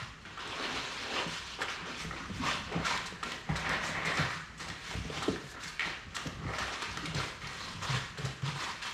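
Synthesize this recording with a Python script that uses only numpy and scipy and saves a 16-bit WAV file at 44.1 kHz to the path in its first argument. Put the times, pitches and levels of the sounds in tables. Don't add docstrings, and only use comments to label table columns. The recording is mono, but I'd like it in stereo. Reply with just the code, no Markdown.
import sys
import numpy as np
from scipy import signal
from scipy.io import wavfile
from scipy.ndimage import uniform_filter1d

SR = 44100
rng = np.random.default_rng(int(sys.argv[2]) if len(sys.argv) > 2 else 0)


def store_wav(level_fs):
    pcm = np.round(np.clip(np.atleast_2d(level_fs), -1, 1) * 32767)
    wavfile.write(sys.argv[1], SR, pcm.T.astype(np.int16))


N = 393857

# t/s, tap/dB, left lean/dB, centre f/Hz, sharp edge/dB, skid/s
CLAW_TICKS = [(0.213, -53, -2, 2500, -64, 0.002), (0.252, -30, -1, 1590, -61, 0.0099),
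              (0.374, -21.5, 4, 1180, -59, 0.008), (0.3913, -26, 20, 1300, -62, 0.0057),
              (0.475, -36, 4, 2500, -49, 0.0037), (1.035, -30, -15, 2470, -53, 0.0042),
              (1.2756, -41.5, -1, 2500, -45.5, .005), (1.589, -26, 4, 1190, -60, 0.018),
              (1.607, -18, 3, 902, -46, 0.015), (1.6171, -14.5, 8, 1660, -43, 0.013),
              (1.63, -26, 3, 1500, -45, 0.0046), (1.6831, -20, -3, 2230, -56, 0.021),
              (1.8575, -33, 3, 1300, -59, 0.0047), (2.001, -31, -17, 1240, -57, 0.011),
              (2.1095, -17.5, -1, 1220, -74, 0.0052),  (2.722, -29, -1, 2000, -52, .008),
              (2.846, -29, 10, 1300, -43.5, 0.033), (2.975, -20.5, 9, 3670, -41.5, 0.0048),
              (3.055, -25.5, -1, 1000, -44, 0.024), (3.229, -15, 8, 1220, -45, 0.011),
              (3.319, -21, 10, 2850, -43.5, 0.0041), (3.491, -20, 10, 795, -58, 0.0069),
              (3.5562, -17, 6, 2040, -44.5, 0.024), (3.693, -28, 1, 1770, -35, 0.002),
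              (3.832, -49, 4, 1970, -52.5, 0.021), (4.048, -34, 10, 2030, -45, 0.025),
              (4.153, -35, 2, 2120, -49, .008), (4.1706, -27, 6, 2030, -41, 0.0056),
              (4.3065, -26, 4, 1740, -65, 0.012), (4.575, -47, -2, 2480, -56, 0.011),
              (4.595, -36, 2, 2040, -52.5, 0.019), (4.6835, -25, 4, 1270, -43.5, 0.0072),
              (4.7001, -18.5, 5, 1900, -48, 0.0038), (4.912, -24, 5, 945, -52, 0.0037),
              (4.938, -18, 4, 650, -65, 0.0089), (5.0424, -39, 2, 2000, -63, 0.0044),
              (5.1, -17, 1, 470, -61, 0.004), (5.222, -17.5, -1, 1120, -42, 0.015),
              (5.2794, -16, 2, 630, -50, 0.0079), (5.36, -23, 1, 1580, -60, 0.0035),
              (5.6325, -33, -19, 2440, -50.5, 0.011), (5.6743, -33, -6, 1660, -44, 0.011),
              (5.7943, -13.5, 7, 2270, -44, 0.0059), (5.806, -13, 4, 2250, -50, 0.0046),
              (6.1324, -34.5, -1, 1210, -67, 0.0085), (6.146, -23, -5, 1370, -42.5, 0.02),
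              (6.1653, -14.5, 5.5, 1880, -39, 0.004), (6.2692, -29, 18, 1670, -48, 0.006),
              (6.5332, -24, 3.5, 1270, -60, 0.0091), (6.584, -18, 6, 1500, -41.5, 0.0093),
              (6.622, -21.5, -11, 1160, -54, 0.014), (6.8205, -17, 2, 1160, -41.5, 0.0091),
              (6.9723, -15.5, 5, 1350, -39, 0.0038), (7.056, -24, 1, 2320, -39.5, 0.0064),
              (7.1459, -28, 3, 1220, -41.5, 0.0072), (7.2, -20, 21, 1230, -50, 0.0081),
              (7.4134, -30, -10, 1330, -74, 0.011), (7.445, -30.5, 12, 2280, -61, 0.013),
              (7.471, -32, 13, 1070, -47, 0.0046), (7.8211, -27, 7, 990, -50, 0.016),
              (8.174, -25.5, 1, 1560, -49, 0.018), (8.2493, -29, 3, 2470, -41, 0.0083),
              (8.4208, -26.5, 6, 1230, -52, .006), (8.56, -23, 5, 1030, -58, .006),
              (8.591, -25, 3, 1030, -60, 0.0063), (8.8205, -34, -5, 1630, -57, 0.012),
              (8.8517, -22, 2, 1210, -52, 0.014)]
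# f/Hz, level/dB, t60/s
JOIST_MODES = [(63.6, -1, 0.35), (84, -8, 0.45), (97.8, 0.5, 0.19), (128.4, -5.5, 0.43), (163.4, 2, 0.25),
               (173, -2, 0.14), (200.6, 1.5, 0.13), (253, 2, 0.05), (311, 3.5, 0.043), (430, 6, 0.036),
               (506, 6.5, 0.02), (655, 7, 0.012), (840, -3, 0.0097)]


def from_db(db):
    return 10 ** (np.asarray(db) / 20)


def rms_one(x):
    return x / np.sqrt(np.mean(x ** 2) + 1e-20)


def lean(db):
    return from_db(np.array([db / 2, -db / 2]))


def in_time(rows):
    times_s, *columns = np.transpose(rows)
    return [np.interp(np.arange(N) / SR, times_s, c) for c in columns]


def at_hz(points, hz):
    return np.interp(np.log(hz), np.log(np.array(points)[:, 0]), np.array(points)[:, 1])


def shelf(ratio, octaves):
    return np.clip(np.log2(ratio) / octaves, 0, 1)


def bump(hz, centre_hz, octaves):
    weight = np.exp(-(np.log2(hz / centre_hz[..., ::32]) / octaves) ** 2)
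    return np.repeat(weight, 32, axis=-1)[..., :N]


def drift(corner_hz):
    r = np.exp(-80 * np.pi * corner_hz / SR)
    slow = signal.lfilter([1], [1, -2 * r, r * r], rng.standard_normal(N // 40 + 2002))[2000:]
    return np.interp(np.arange(N) / 40, np.arange(len(slow)), rms_one(slow))


def ring(clicks, hz, t60_s):
    r, w = from_db(-60 / (t60_s * SR)), 2 * np.pi * hz / SR
    return signal.lfilter([0, np.sin(w)], [1, -2 * r * np.cos(w), r * r], clicks + 1e-18)


def bands(pairs, low_hz, step_octaves):
    likeness = [(30, 0.92), (120, 1), (250, 0.91), (500, 0.89), (1000, 0.71), (2000, 0.59), (4000, 0.24),
                (8000, 0.018)]
    balance = [(60, 1), (180, -1.5), (550, 1), (1650, 3.5), (4970, 2), (15000, -3)]
    edges = low_hz * 2 ** np.arange(0, np.log2(17000 / low_hz), step_octaves)
    for k, (low, high) in enumerate(zip(edges, edges[1:])):
        bandpass = signal.butter(2, [low, high], "band", fs=SR, output="sos")
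        mid, side = signal.sosfilt(bandpass, pairs[k % 2])
        hz = np.sqrt(low * high)
        alike = np.clip(at_hz(likeness, hz), -1, 1)
        stereo = np.sqrt(1 + alike) * mid + np.sqrt(1 - alike) * side * [[1], [-1]]
        yield hz, stereo * lean(at_hz(balance, hz))[:, None]


def hush():
    spectrum = [(12, -38), (20, 7), (59, 10), (112, 3.5), (161, 4), (315, -5.5), (707, -8.5), (1010, -5),
                (1680, -4.5), (3970, -14.5), (7540, -16), (12400, -88), (15600, -62)]
    noise_bands = bands(rng.standard_normal((2, 2, N)), low_hz=20.94, step_octaves=0.6003)
    return from_db(-52) * rms_one(sum(band * from_db(at_hz(spectrum, hz)) for hz, band in noise_bands))


def room(x, onset_s):
    decay = [(100, 0.4), (500, 0.48), (1400, 0.78), (3700, 0.66), (9700, 0.61)]
    t = np.arange(SR) / SR
    noise_bands = bands(rng.standard_normal((2, 2, SR)), low_hz=40.8, step_octaves=0.4948)
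    tail = sum(band * from_db(-60 * t / at_hz(decay, hz)) for hz, band in noise_bands)
    tail = tail * np.clip(t / onset_s, 0, 1) / np.sqrt(np.sum(tail ** 2) / 2)
    return signal.fftconvolve(x[None], tail, axes=1)[:, :N]


def treading():
    tread = [(0.0, -42), (0.32, -47), (0.65, -49.5), (1.59, -52), (2.06, -45.5), (2.51, -32.5), (2.93, -48),
             (3.45, -55), (3.68, -41), (4.4, -47), (5.0, -42), (5.8, -67), (6.44, -39), (6.69, -98),
             (6.91, -39), (7.2, -44), (7.54, -55), (7.8, -44), (8.01, -46), (8.14, -46), (8.5, -50),
             (8.65, -46), (8.93, -47.5)]
    push = rng.standard_normal((2, N)) * from_db(3.8 * drift(2.0))
    mid, side = sum(ring(push, hz, t60_s) * from_db(db) for hz, db, t60_s in JOIST_MODES[:7])
    return from_db(in_time(tread)[0] - 3) * rms_one(mid + from_db(-11) * side * [[1], [-1]])


def thudding(sag, scatter_db):
    thuds = [(0.014, -40.5, 125, -57, -59), (0.255, -51, 171, -51, -65), (0.574, -44.5, 270, -49, -73),
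             (0.718, -38.5, 257, -43, -68), (1.254, -39.5, 170.6, -39.5, -58), (1.817, -40, 174, -61, -72),
             (1.888, -44, 254, -47, -80), (2.041, -44, 155, -41.5, -43), (2.08, -53, 120, -49, -72),
             (2.198, -45, 255, -48, -77), (2.291, -41, 173, -40.5, -48), (2.393, -31.5, 256, -51, -61),
             (2.751, -28, 171, -41, -45), (2.788, -37.5, 174, -40.5, -59), (3.117, -46.5, 186, -40.5, -60),
             (3.232, -45, 251, -46, -55), (3.49, -28, 160, -43, -36.5), (3.883, -50, 182, -45, -59),
             (4.056, -39, 172, -65, -69), (4.188, -28, 160, -41, -41), (4.226, -40, 123, -53, -56),
             (4.354, -44, 162, -75, -58), (4.678, -43, 163, -49, -50), (4.942, -34, 100, -40.5, -39),
             (4.978, -55, 120, -46, -53), (5.044, -39, 91, -39, -47), (5.1, -43, 150, -47, -70),
             (5.167, -40, 150, -46, -56), (5.275, -37, 191, -29.5, -43), (5.432, -42, 151, -47, -68),
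             (5.652, -42.5, 173, -56, -63), (5.855, -40.5, 171.7, -46, -57), (6.057, -42, 88.5, -50, -56),
             (6.251, -42, 154, -39.5, -46), (6.362, -41, 127, -62, -54), (6.444, -31.5, 123, -43, -39),
             (6.596, -42.5, 212, -48, -45), (6.821, -63, 330, -42, -80), (6.964, -48, 165, -41, -74),
             (7.026, -40, 301, -47, -55), (7.072, -36, 172, -39, -52), (7.149, -31, 138, -46, -42),
             (7.429, -39, 138, -49, -53), (7.741, -39, 170.6, -46.5, -50), (7.888, -28.5, 134, -52, -52),
             (7.935, -26.5, 128, -42, -48), (8.179, -36.5, 147, -37.5, -68), (8.234, -28, 134, -48, -42),
             (8.426, -26.5, 138, -43, -73), (8.477, -31, 149, -51, -49), (8.521, -30.5, 147, -66, -52)]
    toes, toe_spread_s, toe_loss_db = 4, 0.015, 14
    load_s, pad_contact_s, lean_spread_db = 0.029, 0.00046, 3
    mode_hz, modes = np.array(JOIST_MODES)[:, 0], np.arange(len(JOIST_MODES))
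    t = np.arange(SR // 2) / SR
    boards, knocks = np.zeros((2, N + len(t))), np.zeros((len(modes), N + SR))
    scatter = rng.standard_normal((len(thuds), len(modes) + 1))
    wobble, slip = np.pad([drift(20), drift(5)], [(0, 0), (0, SR)])
    toe_lags = rng.random((len(thuds), toes))
    toe_forces = rng.standard_normal((len(thuds), toes, len(modes)))
    high = shelf(mode_hz / 90, octaves=1.67)
    travel = (SR * (0.003 + 0.05 / np.sqrt(mode_hz))).astype(int)
    for thud, chance, lags, forces in zip(thuds, scatter, toe_lags, toe_forces):
        start_s, swell_db, hz, knock_db, deep_db = thud
        at = round(start_s * SR)
        span = slice(at, at + len(t))
        load = t / load_s * (hz / 150) ** 0.26
        swell = load ** 1.15 * np.exp(2 * (1 - load)) * from_db(swell_db + 2 * wobble[span])
        tone = np.sin(2 * np.pi * (hz * t * (1 - sag * t) + 0.15 * slip[span]))
        boards[:, span] += np.outer(lean(lean_spread_db * chance[-1]), swell * tone)
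        dull_db = min(knock_db + 33, 0) * 0.55 * np.maximum(np.log2(mode_hz / 220), 0)
        blow_db = high * (knock_db + 5) + (1 - high) * (deep_db + 6)
        blow = from_db(blow_db + dull_db + scatter_db * chance[:-1])
        knocks[modes, at + travel] += blow
        for lag, force in zip(lags, forces):
            toe = blow * high * force * from_db(-toe_loss_db * (1 + lag) / 2)
            knocks[modes, at + travel + int(lag * toe_spread_s * SR)] += toe
    soft = np.exp(-1 / (pad_contact_s * SR))
    knocks = signal.lfilter([1 - soft], [1, -soft], knocks[:, :N] + 1e-18)
    joists = sum(ring(knocks[k], hz, t60_s) * from_db(db) * (-1) ** k
                 for k, (hz, db, t60_s) in enumerate(JOIST_MODES))
    return boards[:, :N] + joists


def claws(spot_octaves, roughness, scatter_db):
    board_modes = [(446, -15.5, 0.023), (680, -10.5, 0.01), (995, -1, 0.0041), (1300, -2, 0.0091),
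                   (1684, -3.5, 0.0081), (1916, 2.5, 0.0062), (2190, 5.5, 0.0026), (3040, 6, 0.0031),
                   (4000, 7, 0.0023), (5620, 3, 0.0019), (7730, -2, 0.0028), (11000, -11, 0.0014),
                   (13100, -13, 0.0011), (14600, -26, 0.00078)]
    crisp_s, grip_share, far_tap_db, spot_t60_s = 0.006, 0.3, -28.5, 0.036
    out, length = np.zeros((3, N)), SR // 25
    t = np.arange(length) / SR
    scatter = rng.standard_normal((len(CLAW_TICKS), len(board_modes)))
    grits = rng.standard_normal((len(CLAW_TICKS), length))
    for k, (hz, mode_db, t60_s) in enumerate(board_modes):
        push, high = np.zeros((3, N + length)), shelf(hz / 2900, octaves=0.62)
        for tick, chance, grit in zip(CLAW_TICKS, scatter[:, k], grits):
            start_s, tap_db, lean_db, centre_hz, edge_db, skid_s = tick
            force = roughness * (1 + 1.62 * high) * grit * np.exp(-(t / skid_s) ** 2)
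            force *= 1 - np.exp(-t / (grip_share * skid_s))
            force[0] = (1 - 0.28 * high) * min(crisp_s / skid_s, 1) ** (0.97 * high)
            detune_db = -6 * min(abs(np.log2(hz / centre_hz)) / spot_octaves, 2.2)
            blow_db = (1 - high) * (tap_db + detune_db) + high * (edge_db + 12.5)
            force *= from_db(blow_db + mode_db + scatter_db * chance)
            walls = from_db(0.58 * (far_tap_db - tap_db) - 9 * high)
            at = round(start_s * SR)
            push[:, at:at + length] += np.outer([*lean(lean_db), walls], force)
        out += ring(push[:, :N], hz, t60_s) * (-1) ** k
    for start_s, tap_db, lean_db, centre_hz, *_ in CLAW_TICKS:
        spot = from_db(tap_db - 8.5 - 60 * t / spot_t60_s) * np.sin(2 * np.pi * centre_hz * t)
        at = round(start_s * SR)
        out[:2, at:at + length] += np.outer(lean(lean_db), spot)
    return out[:2], out[2]


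def slide_curves():
    # t/s, rise/s, hold/s, level/dB, weight/dB, low ring/dB, high ring/dB, bright/dB
    slides = [(-0.02, 0.015, 0, -38.5, -16, -2.5, -4, -14.5), (0.222, .03, 0.087, -46, -7.5, -11, -29, -20),
              (0.35, 0.025, 0.25, -38, -9.5, -7, -10, -21.5),
              (0.486, 0.15, 0.13, -32.5, -7.5, -12.5, -9, -20.5),
              (0.73, 0.026, 0.29, -35.5, -12.5, -11.5, -10.5, -17.5),
              (1.02, 0.16, 0, -27.5, -5.5, -15.5, -11.5, -20), (1.146, 0.027, 0.016, -34, -4, 14, -7, -32),
              (1.263, 0.044, 0.065, -34, -19, -13.5, -11.5, -15),
              (1.388, 0.082, 0.068, -39, -18, -12.5, -12, -16),
              (1.58, 0.017, 0.0025, -34, 3, -12, -25, -17),
              (1.661, 0.04, 0.0089, -31.5, -16.5, -14, -12, -18.5),
              (1.74, 0.046, 0.039, -41.5, -4, -1, -7, -36),
              (1.844, 0.026, 0.049, -36.5, -7.5, -10, -8.5, -18),
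              (1.953, 0.04, 0.022, -38, -10.5, -14, -4.5, -5.5), (2.064, 0.065, 0.078, -43, 2, -9, -9, -20),
              (2.144, 0.028, 0.087, -45, -15, 2, -5, -15), (2.27, 0.086, 0.055, -41, -14, -16, -9, -9.5),
              (2.399, 0.032, 0.031, -38, -1, 10, -7, -18), (2.425, 0.046, 0.022, -27, -9.5, -9, -7, -15.5),
              (2.654, 0.087, 0.069, -40, 6, -3.5, -4, -21), (2.828, 0.039, 0.069, -29, -16, -6.5, -5, -16),
              (3.199, 0.0093, 0.12, -40.5, -4.5, -8, -2, -9), (3.46, 0.035, 0.11, -46, 8, 4, 6, -12),
              (3.546, 0.052, 0.014, -41, -8, -8, -2, -3),
              (3.624, 0.045, 0.072, -31.5, -4, -5.5, -0.5, -26.5),
              (3.795, 0.045, 0.044, -37.5, -3.5, -6, 2.5, -4), (3.894, .06, 0.12, -38.5, -4.5, -3, 3, -27),
              (4.034, 0.021, 0.047, -34, -4, -7, 0.5, -18),
              (4.123, 0.048, 0.025, -29.5, -5.5, -4.5, -0.5, -16),
              (4.275, 0.034, 0.025, -40, -34, -1.5, -2, -8),
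              (4.548, 0.036, 0.037, -39.5, -12, -7, -3.5, -11),
              (4.647, 0.02, 0.047, -45.5, 1, -5, -11, -11),
              (4.782, 0.12, 0.029, -37.5, -13, -11.5, -2.5, -7),
              (5.036, 0.13, 0.0026, -36, -5.5, -8.5, -7.5, -11.5),
              (5.177, 0.051, 0.078, -40, -1.5, -9, -6, -11), (5.29, .03, 0.18, -53.5, -12, -19, -1, 7),
              (5.458, 0.05, 0.034, -53.5, 0, -12, -2, 14), (5.523, 0.049, 0.01, -47.5, -2, 2.5, 0, -37),
              (5.585, 0.021, 0.058, -42, -16, -10.5, -6.5, -2.5),
              (5.778, 0.024, 0.039, -34, -23, -13.5, 0, -24), (5.841, 0.011, 0.019, -36.5, 1, -2, 0, -9),
              (6.11, 0.031, 0.043, -39.5, -6.5, -9, -7, -7.5), (6.24, 0.019, 0, -49, 16, -15, -28, -5),
              (6.398, 0.13, 0.021, -43.5, 9.5, 3.5, 6, -13), (6.506, 0.068, 0.16, -36, -7.5, -7, -5, -12.5),
              (6.775, 0.045, 0.027, -34.5, -14, -8, -4, -14),
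              (6.874, 0.061, 0.16, -40, -11, -11.5, -14.5, -14),
              (7.102, 0.052, 0.062, -42, 17, -9, -27, -42), (7.136, 0.034, 0.069, -36, -8.5, -7, 1.5, -4),
              (7.397, 0.02, 0.2, -43, -8.5, -8, -2.5, -7), (7.487, 0.16, 0.071, -39.5, -17, -7, -9, -12),
              (7.786, 0.047, 0.015, -34.5, -12, -6, -7, -11),
              (7.847, 0.056, 0.064, -32, -14, -7.5, -5.5, -12),
              (8.183, 0.053, 0, -36.5, -2.5, -9, -6, -11.5),
              (8.426, 0.042, 0.021, -32.5, -13, -11, -12.5, -17),
              (8.532, 0.066, 0.085, -35.5, -14, -6, -3, -10),
              (8.792, 0.033, 0.05, -33.5, -28, -15, -7, -13.5)]
    rise_db, release_db_per_s, ring_fade_db_per_s = 14, 108.5, 21
    start_s, rise_s, hold_s, level_db, *colours = np.transpose(slides)[:, :, None]
    t = np.arange(0, N + 64, 64) / SR
    age_s = t - start_s
    slowing_s = np.maximum(age_s - rise_s - hold_s, 0)
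    lost_db = rise_db * np.maximum(1 - age_s / rise_s, 0) + release_db_per_s * slowing_s
    power = from_db(2 * np.maximum(level_db - lost_db, -120))
    colours[:3] = [c - ring_fade_db_per_s * np.minimum(slowing_s, 0.15) for c in colours[:3]]
    total = power.sum(axis=0)
    blended = [(c * power).sum(axis=0) / total for c in colours]
    return in_time(np.transpose([t, 10 * np.log10(total), *blended]))


def held_until_landing(level_db, wait_s, jump_s):
    clock = np.arange(N)
    for landing_s, *_ in CLAW_TICKS:
        start = max(round((landing_s - wait_s) * SR), 0)
        clock[start:round(landing_s * SR)] = clock[start]
    return uniform_filter1d(np.minimum(level_db, level_db[clock]), size=round(jump_s * SR))


def catching(rings_db, rings_hz, edge_db, per_s, uneven_db, t60_s):
    sizes = from_db(uneven_db * np.minimum(rng.exponential(1, N), 3)) * rng.choice([-1, 1], N)
    catches = sizes * (rng.random(N) < per_s / SR)
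    edge_band = signal.butter(2, [2500, 7000], "band", fs=SR, output="sos")
    out = from_db(edge_db) * rms_one(signal.sosfilt(edge_band, catches + 1e-18))
    r = from_db(-60 / (t60_s * SR))
    for ring_db, hz in zip(rings_db, rings_hz):
        turn = np.exp(2j * np.pi * np.cumsum(hz) / SR)
        ringing = np.imag(turn * signal.lfilter([1], [1, -r], catches / turn + 1e-18))
        out += from_db(ring_db) * rms_one(ringing)
    return out


def scuffing(grains_per_s, uneven_db, ring_octaves, patchy_db):
    spectrum = [(120, -31), (200, 0), (365, -3), (619, -2.5), (1030, -2.5), (1540, -2), (2020, -8.5),
                (2520, -3), (3820, -4), (7640, -16), (8680, -27), (12700, -36.5), (15600, -63)]
    resonances = [(0, 1180, 2010), (0.42, 1270, 1930), (0.52, 1070, 2100), (0.6, 1250, 2050),
                  (0.7, 1250, 1990), (1.04, 1210, 2040), (1.2, 1090, 1980), (1.6, 1320, 1760),
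                  (1.72, 1080, 2170), (2.3, 1290, 1960), (2.42, 1050, 2020), (2.55, 1090, 1960),
                  (2.87, 1290, 2020), (2.94, 1020, 1970), (3.6, 1150, 1950), (4.45, 1245, 1940),
                  (5.05, 1120, 2110), (5.54, 1350, 1740), (5.79, 1180, 2300), (5.85, 1140, 2050),
                  (5.92, 1100, 1930), (6.14, 1320, 1880), (6.91, 1120, 2010), (7.04, 1390, 2080),
                  (7.78, 1105, 1910), (8.5, 1250, 1880), (8.6, 1020, 1980), (8.93, 1240, 2030)]
    body = [(0.0, 552), (0.07, 300), (1.19, 480), (2.44, 291), (2.59, 648), (2.78, 322), (2.91, 760),
            (3.21, 396), (3.55, 385), (3.63, 730), (4.75, 343), (5.92, 546), (6.47, 330), (6.54, 675),
            (6.96, 340), (8.06, 504), (8.4, 300), (8.93, 626)]
    position = [(0, 1), (1.0, -0.5), (2.0, -0.5), (2.6, 3), (3.2, 1.5), (3.8, 1.2), (4.4, 1.5), (5.2, -0.5),
                (5.8, 1), (6.5, 1), (7.2, 0), (8.2, 1), (8.93, 0.5)]
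    level_db, weight_db, low_ring_db, high_ring_db, bright_db = slide_curves()
    shape = (2, 2, N)
    sizes = from_db(uneven_db * np.minimum(rng.exponential(1, shape), 5)) * rng.choice([-1, 1], shape)
    grains = sizes * (rng.random(shape) < grains_per_s / SR)
    shared_flicker = drift(36)
    rings_hz = np.array(in_time(resonances)) * 2 ** (0.023 * np.array([drift(19), drift(20)]))
    body_hz = in_time(body)[0]
    rub = 0
    for hz, band in bands(grains, low_hz=230, step_octaves=1 / 4):
        low, high = bump(hz, rings_hz, ring_octaves)
        gain_db = at_hz(spectrum, hz) + patchy_db * (drift(15.6) + 0.41 * shared_flicker)
        gain_db += (weight_db + 5) * shelf(1000 / hz, octaves=0.17)
        gain_db += 5 * bump(hz, body_hz, octaves=0.48)
        gain_db += (low_ring_db + 11) * low + (high_ring_db + 11.5) * high
        gain_db += (bright_db + 15.5) * shelf(hz / 2600, octaves=2.17)
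        rub = rub + band * from_db(gain_db)
    level_db = held_until_landing(level_db, wait_s=0.031, jump_s=0.011)
    catches = catching((low_ring_db, high_ring_db - 2.5), rings_hz, edge_db=0.69 * bright_db - 10,
                       per_s=350, uneven_db=3.0, t60_s=0.011)
    friction = rms_one(rub) + from_db(-4.5) * catches * lean(2.6)[:, None]
    return from_db(level_db) * friction * lean(in_time(position)[0])


def scene():
    scuff = scuffing(grains_per_s=6000, uneven_db=1.5, ring_octaves=0.31, patchy_db=2.0)
    ticks, ticks_to_walls = claws(spot_octaves=0.75, roughness=0.1, scatter_db=1.5)
    floor = thudding(sag=0.44, scatter_db=2.0) + treading()
    direct = from_db(-1.5) * scuff + from_db(-6.5) * ticks + from_db(-3) * floor * lean(0.93)[:, None]
    to_walls = from_db(-9) * scuff.mean(axis=0) + ticks_to_walls + from_db(-8) * floor.mean(axis=0)
    return direct + room(to_walls, onset_s=0.0012) + hush()


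def record(dry):
    low_cut_hz, high_cut_hz = 45, 15700
    spaced = np.array([np.roll(dry[0], 1), dry[1]])
    thinned = signal.sosfilt(signal.butter(2, low_cut_hz, "high", fs=SR, output="sos"), spaced)
    return signal.sosfilt(signal.ellip(12, 0.5, 60, high_cut_hz, fs=SR, output="sos"), thinned)


dry = scene()
out = record(dry)
store_wav(out)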